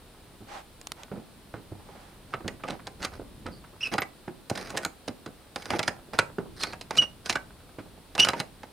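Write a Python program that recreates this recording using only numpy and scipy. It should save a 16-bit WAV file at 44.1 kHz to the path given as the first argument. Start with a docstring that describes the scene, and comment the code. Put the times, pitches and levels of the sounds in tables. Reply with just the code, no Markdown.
"""Over quiet outdoor air and handling rumble, steps and scuffs sound on boards, then dry ticks near the microphone.
From 2.3 s a door's brass lever is worked: lever, latch and key are noise bursts ringing lock case and door modes.
Sliding parts scrape as modulated noise and rattle as random strikes; dull blows on wood continue between them.
From 3.5 s the dry spindle squeaks at times, as stick-slip tones with harmonics; a key turns between 4.4 and 5 s.
The small timber room adds a short, dull diffuse echo, and the recorder cuts the top."""
import sys
import numpy as np
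from scipy import signal
from scipy.fft import rfft, irfft
from scipy.io import wavfile
from scipy.ndimage import map_coordinates

SR = 44100
rng = np.random.default_rng(int(sys.argv[2]) if len(sys.argv) > 2 else 0)


def int16_out(signal):
    """Quantize to a 16-bit WAV file."""
    q = np.round(np.clip(np.atleast_2d(signal).T, -1, 1) * 32767)
    wavfile.write(sys.argv[1], SR, q.astype(np.int16))


N = 384728
TOP_HZ = 16100  # upper limit of the recorder

# Radiating parts: door leaf, lock case, brass parts, contact edge. Columns: low f/Hz, high f/Hz
PART_BANDS = [(90, 726), (600, 2480), (2400, 5460), (6500, 9670)]
# Metal sliding in the lock. Columns: start t/s, nominal length t/s, nominal level/dB, brightness/dB per band
SLIDES = [(2.313, 0.016, -52, 0), (2.656, 0.096, -48.5, -7.5), (3.005, 0.052, -44, -0.5),
          (3.131, 0.03, -49.5, -1.5), (3.814, .06, -43.5, 4), (3.927, 0.014, -33.5, -1),
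          (4.514, .2, -42, 1), (4.721, 0.088, -47, -9.5), (5.586, .12, -45, 3), (5.701, 0.059, -35, -3),
          (5.865, .008, -46, 1.5), (6.14, 0.013, -40.5, -3), (6.575, 0.063, -40.5, 7.5),
          (6.661, 0.08, -48, -1.5), (6.915, .055, -45, -0.5), (6.986, 0.04, -37.5, -0.5),
          (7.26, 0.075, -43, 4), (8.189, 0.062, -31.5, 4), (8.36, 0.0345, -42.5, -2.5)]
# Nominal activity of the hand holding the microphone. Columns: t/s, level/dB
HAND_MOTION = [(0, -60), (.9, -62), (1.9, -54.5), (3.5, -46.5), (4.3, -82), (6.4, -50), (8.7, -60)]


def undb(db):
    """Amplitude ratio from a level difference in decibels."""
    return 10 ** (np.asarray(db) / 20)


def unit(x):
    """Normalisation by mean power: scale to rms 1."""
    return x / np.sqrt(np.mean(x ** 2) + 1e-20)


def band(x, lo_hz, hi_hz, order=3):
    """Causal band-pass with a maximally flat passband."""
    edges_hz = [lo_hz, min(hi_hz, SR / 2 - 100)]
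    return signal.sosfilt(signal.butter(order, edges_hz, "bandpass", fs=SR, output="sos"), x)


def wander(count, hz):
    """Band-limited random motion: a cubic spline through Gaussian knots of spread 1, hz knots a second."""
    knots = np.arange(count) / SR * hz
    return map_coordinates(rng.standard_normal(int(knots[-1]) + 4), [knots + 1], order=3)


def stereo_noise(count, side_db):
    """Mid-side superposition: the level of the antiphase part sets how far the two channels differ."""
    mid, side = rng.standard_normal((2, count))
    return mid + undb(side_db) * side * np.array([[1], [-1]])


def fade(t, t60):
    """Exponential decay: the amplitude falls by 60 dB in t60 seconds."""
    return np.exp(-np.log(1000) * t / t60)


def add(out, start, sound):
    """Linear superposition of a sound at its start time in seconds."""
    i = max(int(start * SR), 0)
    out[:, i:i + sound.shape[-1]] += sound[..., :N - i]


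def resonance(x, hz, width_hz):
    """Forced response of one damped mode, with gain 1 at its centre."""
    return signal.lfilter(*signal.iirpeak(hz, hz / width_hz, fs=SR), x)


def body(x):
    """Modal superposition: whatever shakes the lock also rings the door's own modes."""
    # Door with its lock case. Columns: f/Hz, width f/Hz, level/dB relative to the broad response
    door_modes = [(245.8, 3.3, -5), (698, 15, -59.5), (847, 250, -7.5), (1252, 180, -6.5), (1483, 80, -3.5),
                  (2270, 12, -5), (4022, 40, 2), (4940, 70, 1.5), (5573, 76, -15)]
    return x + sum(undb(db) * resonance(x, hz, width_hz) for hz, width_hz, db in door_modes)


def blow(t60, crack_db, chatter_db, length_s=.3):
    """Impulsive excitation: a crack, then a dense decaying ring broken by tiny rebounds."""
    t = np.arange(int(length_s * SR)) / SR
    onset = 1 - np.exp(-t / 0.00041)
    envelope = (fade(t, t60) + undb(crack_db) * fade(t, 0.00087)) * onset
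    shake = stereo_noise(len(t), side_db=-17)
    chatter = undb(chatter_db * wander(len(t), 420))
    return body(shake * envelope * chatter)


def strength(x, db):
    """Onset level: scale a blow by the spread of its first 14 ms."""
    return x * undb(db) / np.std(x[:, :int(.014 * SR)])


def background():
    """Stationary coloured noise, wide in the treble, plus low-frequency rumble of the moving hand."""
    # Relative spectral density of outdoor air and hiss. Columns: f/Hz, level/dB per Hz
    air_spectrum = [(15, -36.5), (25, 6.5), (108, 0.5), (344, -2), (1440, -12), (2050, -15.5), (4140, -15),
                    (6560, -26), (9570, -17.5), (11300, -26.5), (14800, -23), (16000, -33)]
    air_db = -53
    f = np.maximum(np.fft.rfftfreq(N, 1 / SR), 1)
    hz, db = np.transpose(air_spectrum)
    colour = undb(np.interp(np.log(f), np.log(hz), db))
    width = undb(np.interp(np.log(f), np.log([200, 2000, 12000]), [-11, -6, 1]))
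    mid, side = rfft(rng.standard_normal((2, N)))
    air = unit(irfft(colour * (mid + width * side * np.array([[1], [-1]])), N))

    rumble = band(stereo_noise(N, side_db=-13), 28, 150, order=1)
    rumble = unit(band(rumble, 18, 400, order=2))
    time = np.arange(N) / SR
    motion_db = np.interp(time, *np.transpose(HAND_MOTION)) - 1.5 + 1.27 * wander(N, 9.9)
    return undb(air_db) * air + undb(motion_db) * rumble


def room(x):
    """Diffuse reverberation: convolution with decaying noise; absorption leaves the bass longest."""
    # Decay of the room by band. Columns: low f/Hz, high f/Hz, t60 t/s, level/dB
    decay_bands = [(65.3, 376, 0.76, -15), (415, 1310, 0.27, -12), (1720, 2900, 0.19, -14),
                   (5030, 42000, 0.22, -16)]
    t = np.arange(int(.6 * SR)) / SR
    build_up = 1 - np.exp(-(t / 0.014) ** 2)
    response = 0
    for lo, hi, t60, db in decay_bands:
        tail = stereo_noise(len(t), side_db=-2) * build_up * fade(t, t60)
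        tail = unit(tail) / np.sqrt(len(t))
        response = response + undb(db) * band(tail, lo, hi)
    return signal.fftconvolve(x, response, axes=1)[:, :N]


def fidget():
    """Random impacts: faint bumps and taps, stronger while the hand is busy."""
    out = np.zeros((2, N))
    for moment, size, pitch in rng.random((55, 3)):
        start = moment * N / SR
        db = np.interp(start, *np.transpose(HAND_MOTION)) + 1 + 8 * size
        centre_hz = 170 * 7 ** pitch
        tap = blow(.1, crack_db=5, chatter_db=3.5, length_s=.15)
        tap = band(tap, centre_hz / 2, centre_hz * 2, order=2)
        add(out, start, strength(tap, db - 4 * pitch))
    return out


def scuffs():
    """Friction noise: a sole brushes the boards in a smooth swell with one hollow resonance."""
    # Shoes on the boards. Columns: start t/s, length t/s, level/dB before the swell
    sole_strokes = [(0.462, 0.17, -41.5), (0.95, 0.11, -50.5), (1.76, .45, -54.5)]
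    hollow_hz, hollow_db = 800, 7
    out = np.zeros((2, N))
    for start, length, db in sole_strokes:
        count = int(length * SR)
        friction = band(stereo_noise(count, side_db=-4.5), 550, 1400, order=1)
        friction = band(friction, 150, 8800, order=2)
        friction = friction + undb(hollow_db) * resonance(friction, hollow_hz, width_hz=30)
        swell = np.sin(np.linspace(0, np.pi, count))
        add(out, start, undb(db) * unit(friction) * swell)
    return out


def wood():
    """Struck plates: a short knock, the decaying boom of a floor board or door leaf, and floor rumble."""
    # Blows of feet and hand. Columns: t/s, nominal boom level/dB, hardness (knock over boom) level/dB, boom f/Hz
    board_blows = [(0.405, -44.5, -9, 107), (1.115, -33, 2, 194), (1.156, -37.5, 1, 168),
                   (1.539, -36, 11.5, 110.5), (1.716, -36.5, -19, 99), (2.405, -43, 11, 270),
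                   (2.445, -35.5, 1, 88), (2.7, -34.5, 1, 265), (3.193, -36.5, -13.5, 284),
                   (3.458, -36.5, 11.5, 86.4), (4.277, -32.5, 7.5, 355), (5.079, -35.5, -7, 298),
                   (5.735, -29.5, 0, 349), (5.261, -41, -8.5, 324), (6.383, -26.5, 7.5, 399),
                   (7.785, -36, 9.5, 300)]
    t60_at_200_hz, t60_exponent = 0.18, -0.51  # seconds; lower boards ring longer
    floor_t60_s, floor_db = 0.63, -15  # the timber floor rumbles on after a blow
    out = np.zeros((2, N))
    t = np.arange(int(.5 * SR)) / SR
    for start, boom_db, hardness_db, boom_hz in board_blows:
        t60 = t60_at_200_hz * (boom_hz / 200) ** t60_exponent
        board = band(blow(t60, crack_db=0, chatter_db=3.5), 108, 404, order=2)
        boom = np.sqrt(2) * np.sin(2 * np.pi * boom_hz * t)
        boom = boom * fade(t, t60 * 0.85) * (1 - np.exp(-t / 0.00104))
        knock = band(blow(t60 * 0.55, crack_db=-7, chatter_db=3.5), 400, 1800, order=2)
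        rumble = unit(band(stereo_noise(len(t), side_db=5), 130, 340, order=2))
        rumble = rumble * fade(t, floor_t60_s) * (1 - np.exp(-t / 0.0177))
        add(out, start, strength(board, boom_db - 3.0) + strength(knock, boom_db + hardness_db - 17.5))
        add(out, start, undb(boom_db) * (undb(-2.0) * boom + undb(floor_db) * rumble))
    return out


def ticks():
    """Transient noise without modal ringing: tiny dry handling snaps at the microphone."""
    # Handling snaps. Columns: t/s, nominal level/dB
    dry_snaps = [(0.814, -37.5), (0.871, -28), (0.919, -25), (1.034, -34.5)]
    out = np.zeros((2, N))
    t = np.arange(int(0.017 * SR)) / SR
    for start, db in dry_snaps:
        grit = stereo_noise(len(t), side_db=-10)
        snap = grit * (fade(t, 0.0057) + undb(-1) * fade(t, 0.0153))
        snap = band(snap, 20, 10000, order=2)
        add(out, start, undb(db - 11.5) * unit(band(snap, 97, 5000, order=1)))
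    return out


def squeaks():
    """Stick-slip oscillation locked to a brass resonance; a loose grip makes it stutter and rasp."""
    # Spindle squeaks, one short curve each. Columns: t/s, pitch f/Hz, nominal level/dB, roughness [ratio]
    spindle_curves = [
        [(3.515, 4750, -59, 0.48), (3.54, 4640, -55, 0.59), (3.61, 4520, -72, .4)],
        [(3.808, 2650, -39, 0.54), (3.824, 2680, -40, 0.77), (3.836, 2910, -23, 0), (3.846, 2580, -36, 0.66),
         (3.871, 2586, -30.5, 0.27), (3.895, 2530, -68, .4)],
        [(4.003, 12300, -51, .1), (4.009, 12140, -35.5, 0.19), (4.015, 12200, -58, .1)],
        [(6.595, 4400, -59, 0.6), (6.626, 4300, -33.5, 0.44), (6.68, 4430, -50.5, 1.02),
         (6.735, 4370, -53, 0.89)],
        [(6.979, 2830, -42, 0.2), (6.987, 2940, -13, 0.13), (6.996, 2920, -12, 0.03), (7.017, 2930, -41.5, 0),
         (7.024, 2885, -20.5, 0.21), (7.058, 2796, -47, 0.16)],
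        [(8.186, 2724, -29, 0), (8.199, 2800, -18.5, 0.78), (8.208, 2890, -12, 0.1), (8.216, 2890, -21, 0.32),
         (8.231, 2815, -20, 0.54), (8.24, 2980, -14.5, 0), (8.258, 2970, -45, 0)],
    ]
    out = np.zeros((2, N))
    for rows in spindle_curves:
        s, *columns = np.transpose(rows)
        t = np.arange(s[0], s[-1], 1 / SR)
        hz, db, rough = (np.interp(t, s, c) for c in columns)
        jittered_hz = hz * (1 + .09 * rough * wander(len(t), 1400))
        phase = 2 * np.pi * np.cumsum(jittered_hz) / SR
        stutter = undb(db + 5.8 * rough * wander(len(t), 352))
        tone = np.sin(phase)
        for k, harmonic_db in enumerate([-21, -32, -48], 2):
            # harsh slips drive the lever's second resonance, near 5.5 kHz
            rasp_db = 24 * rough * np.exp(-((k * hz - 5500) / 1200) ** 2)
            gain = undb(harmonic_db + rasp_db + 2 * wander(len(t), 114))
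            tone = tone + gain * np.sin(k * phase) * (k * hz < TOP_HZ)
        add(out, s[0], np.sqrt(2) * stutter * tone)
    return out


def rubs():
    """Sliding friction: a hail of tiny slips, a few of them sharp, swells and fades with the pressure."""
    # Bands in a slide of ordinary brightness: leaf, case, brass, edge. Column: relative level/dB
    slide_balance = [.5, -2, -10, -17.5]
    out = np.zeros((2, N))
    edge_s = .012  # contact begins this early and ends twice this late
    for start, length, db, brightness_db in SLIDES:
        t = np.arange(-edge_s, length + 2 * edge_s, 1 / SR)
        contact = np.sin(np.linspace(0, np.pi, len(t))).clip(0) ** 0.47
        slips = undb(3 * wander(len(t), 600) + 2.3 * wander(len(t), 70))
        grit = body(stereo_noise(len(t), side_db=-9) * slips)
        for (lo, hi), band_db, tilt in zip(PART_BANDS, slide_balance, [-1, 0, 1, 1]):
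            gain = undb(db + band_db + tilt * brightness_db)
            add(out, start - edge_s, contact * gain * unit(band(grit, lo, hi, order=2)))
    return out


def strike(db, hardness_db, case_hz, key_db=0):
    """Impact spectrum: a hard contact excites brass and edge, a low-pitched one shakes the door leaf."""
    length_s, case_t60_s = .15, 0.055
    octaves = np.log2(case_hz / 1000)
    firmness_db = db + 36.5
    # the heavy leaf gains less than the case as blows grow firmer
    leaf_db = db - 3 - 3 * octaves - 0.22 * firmness_db
    edge_db = db - 8.5 + 0.85 * hardness_db + key_db
    leaf = blow(case_t60_s * 2.06, crack_db=7, chatter_db=5.5, length_s=length_s)
    leaf = band(leaf, *PART_BANDS[0])
    case = blow(case_t60_s, crack_db=-13, chatter_db=1, length_s=length_s)
    case = band(case, *PART_BANDS[1])
    case = case + undb(5.5) * resonance(case, case_hz, width_hz=120)
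    metal = blow(case_t60_s * .52, crack_db=9, chatter_db=4.5, length_s=length_s)
    edge = band(metal, *PART_BANDS[3]) + undb(-16 + key_db / 2) * band(metal, 11800, 15100)
    brass = band(metal, *PART_BANDS[2])
    low_parts = strength(leaf, leaf_db) + strength(case, db)
    return low_parts + strength(brass, db + hardness_db) + strength(edge, edge_db)


def rattle():
    """Random impacts under friction: loose parts tick wherever metal slides, at levels that follow the slide."""
    ticks_per_s, offset_db, spread_db, hardness_db = 20, -1, 7, -3
    out = np.zeros((2, N))
    for start, length, db, brightness_db in SLIDES:
        for moment, size, pitch in rng.random((round(length * ticks_per_s), 3)):
            tick_db = db + offset_db + spread_db * (2 * size - 1)
            tick = strike(tick_db, hardness_db + brightness_db, 1200 * 2 ** pitch)
            add(out, start + moment * length, tick)
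    return out


def lock():
    """Impact and restitution: lever, latch and key strike, then rebound weakly; sliding parts graze first."""
    # Metal strikes. Columns: t/s, case level/dB, hardness (brass over case) level/dB, contact resonance f/Hz
    metal_strikes = [(2.337, -29, -26, 1290), (2.479, -36, 0, 1950), (2.636, -35.5, -19.5, 1210),
                     (2.684, -37, -10, 860), (2.706, -41, 0.5, 1080), (2.87, -41, -1, 865),
                     (3.027, -39.5, 0, 2030), (3.048, -33, 0, 1450), (3.464, -40, -9, 1295),
                     (3.937, -30, -6.5, 760), (3.981, -24.5, -13, 1360), (4.019, -29.5, -10.5, 2010),
                     (4.498, -34.5, -3, 654), (4.702, -43, -3, 1100), (4.772, -31.5, -1.5, 1820),
                     (4.832, -40.5, -9, 1540), (4.849, -30.5, -1.5, 1440), (5.078, -38.5, -0.5, 620),
                     (5.26, -42.5, -6.5, 1430), (5.559, -34.5, -3, 800), (5.734, -29.5, -24.5, 830),
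                     (5.792, -28, -3.5, 597), (5.829, -34.5, -1.5, 2226), (5.878, -24.5, -6, 1700),
                     (6.134, -39, -11, 640), (6.188, -17, -7.5, 1400), (6.634, -30, 1, 1450),
                     (6.732, -39, -10.5, 1652), (6.811, -47, 5, 984.2), (6.907, -31.5, -8.5, 900),
                     (6.972, -37, 7.5, 1270), (7.259, -40.5, 3, 1497), (7.296, -27, 1, 2300),
                     (7.355, -25.5, -13.5, 1570), (8.151, -37.5, -2.5, 631), (8.179, -32, -8, 1259),
                     (8.198, -34, 13, 2400), (8.269, -29, -24, 1260), (8.286, -24.5, -2, 1170),
                     (8.333, -29.5, -19, 930), (8.4, -30.5, -1.5, 644), (8.632, -43, -12.5, 830)]
    # While the thin key is turned, its edges click more brightly. Columns: start t/s, end t/s
    key_turn = (4.4, 5.0)
    key_edge_db = 5
    mean_rebound_s, rebound_db = 0.01, -16.5
    mean_graze_s, graze_db = .005, -7.5
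    slide_reach_s = .04  # strikes this soon after a slide still graze
    out = np.zeros((2, N))
    timing = .5 + rng.random((len(metal_strikes), 2))
    for (start, db, hardness_db, case_hz), (early, late) in zip(metal_strikes, timing):
        key_db = key_edge_db * (key_turn[0] < start < key_turn[1])
        hit = strike(db, hardness_db, case_hz, key_db)
        if any(0 < start - slide_s < length + slide_reach_s for slide_s, length, _, _ in SLIDES):
            excess_db = max(db + 36.5, 0)  # firm blows graze no louder
            add(out, start - mean_graze_s * early, undb(graze_db - excess_db) * hit)
        add(out, start, hit)
        add(out, start + mean_rebound_s * late, undb(rebound_db) * hit)
    return out


def scene():
    """Superposition of direct sound, echo and background; a level difference sets the door slightly right."""
    door = lock() + wood() + scuffs() + rubs() + squeaks() + fidget() + rattle()
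    left_over_right_db = -2.7
    pan = undb(np.array([[left_over_right_db], [-left_over_right_db]]) / 2)
    return (door + room(door) + ticks()) * pan + background()


def record(dry):
    """Band limitation: the recorder cuts the top with a steep low-pass."""
    return signal.sosfilt(signal.ellip(8, .2, 70, TOP_HZ, fs=SR, output="sos"), dry)


dry = scene()
out = record(dry)
int16_out(out)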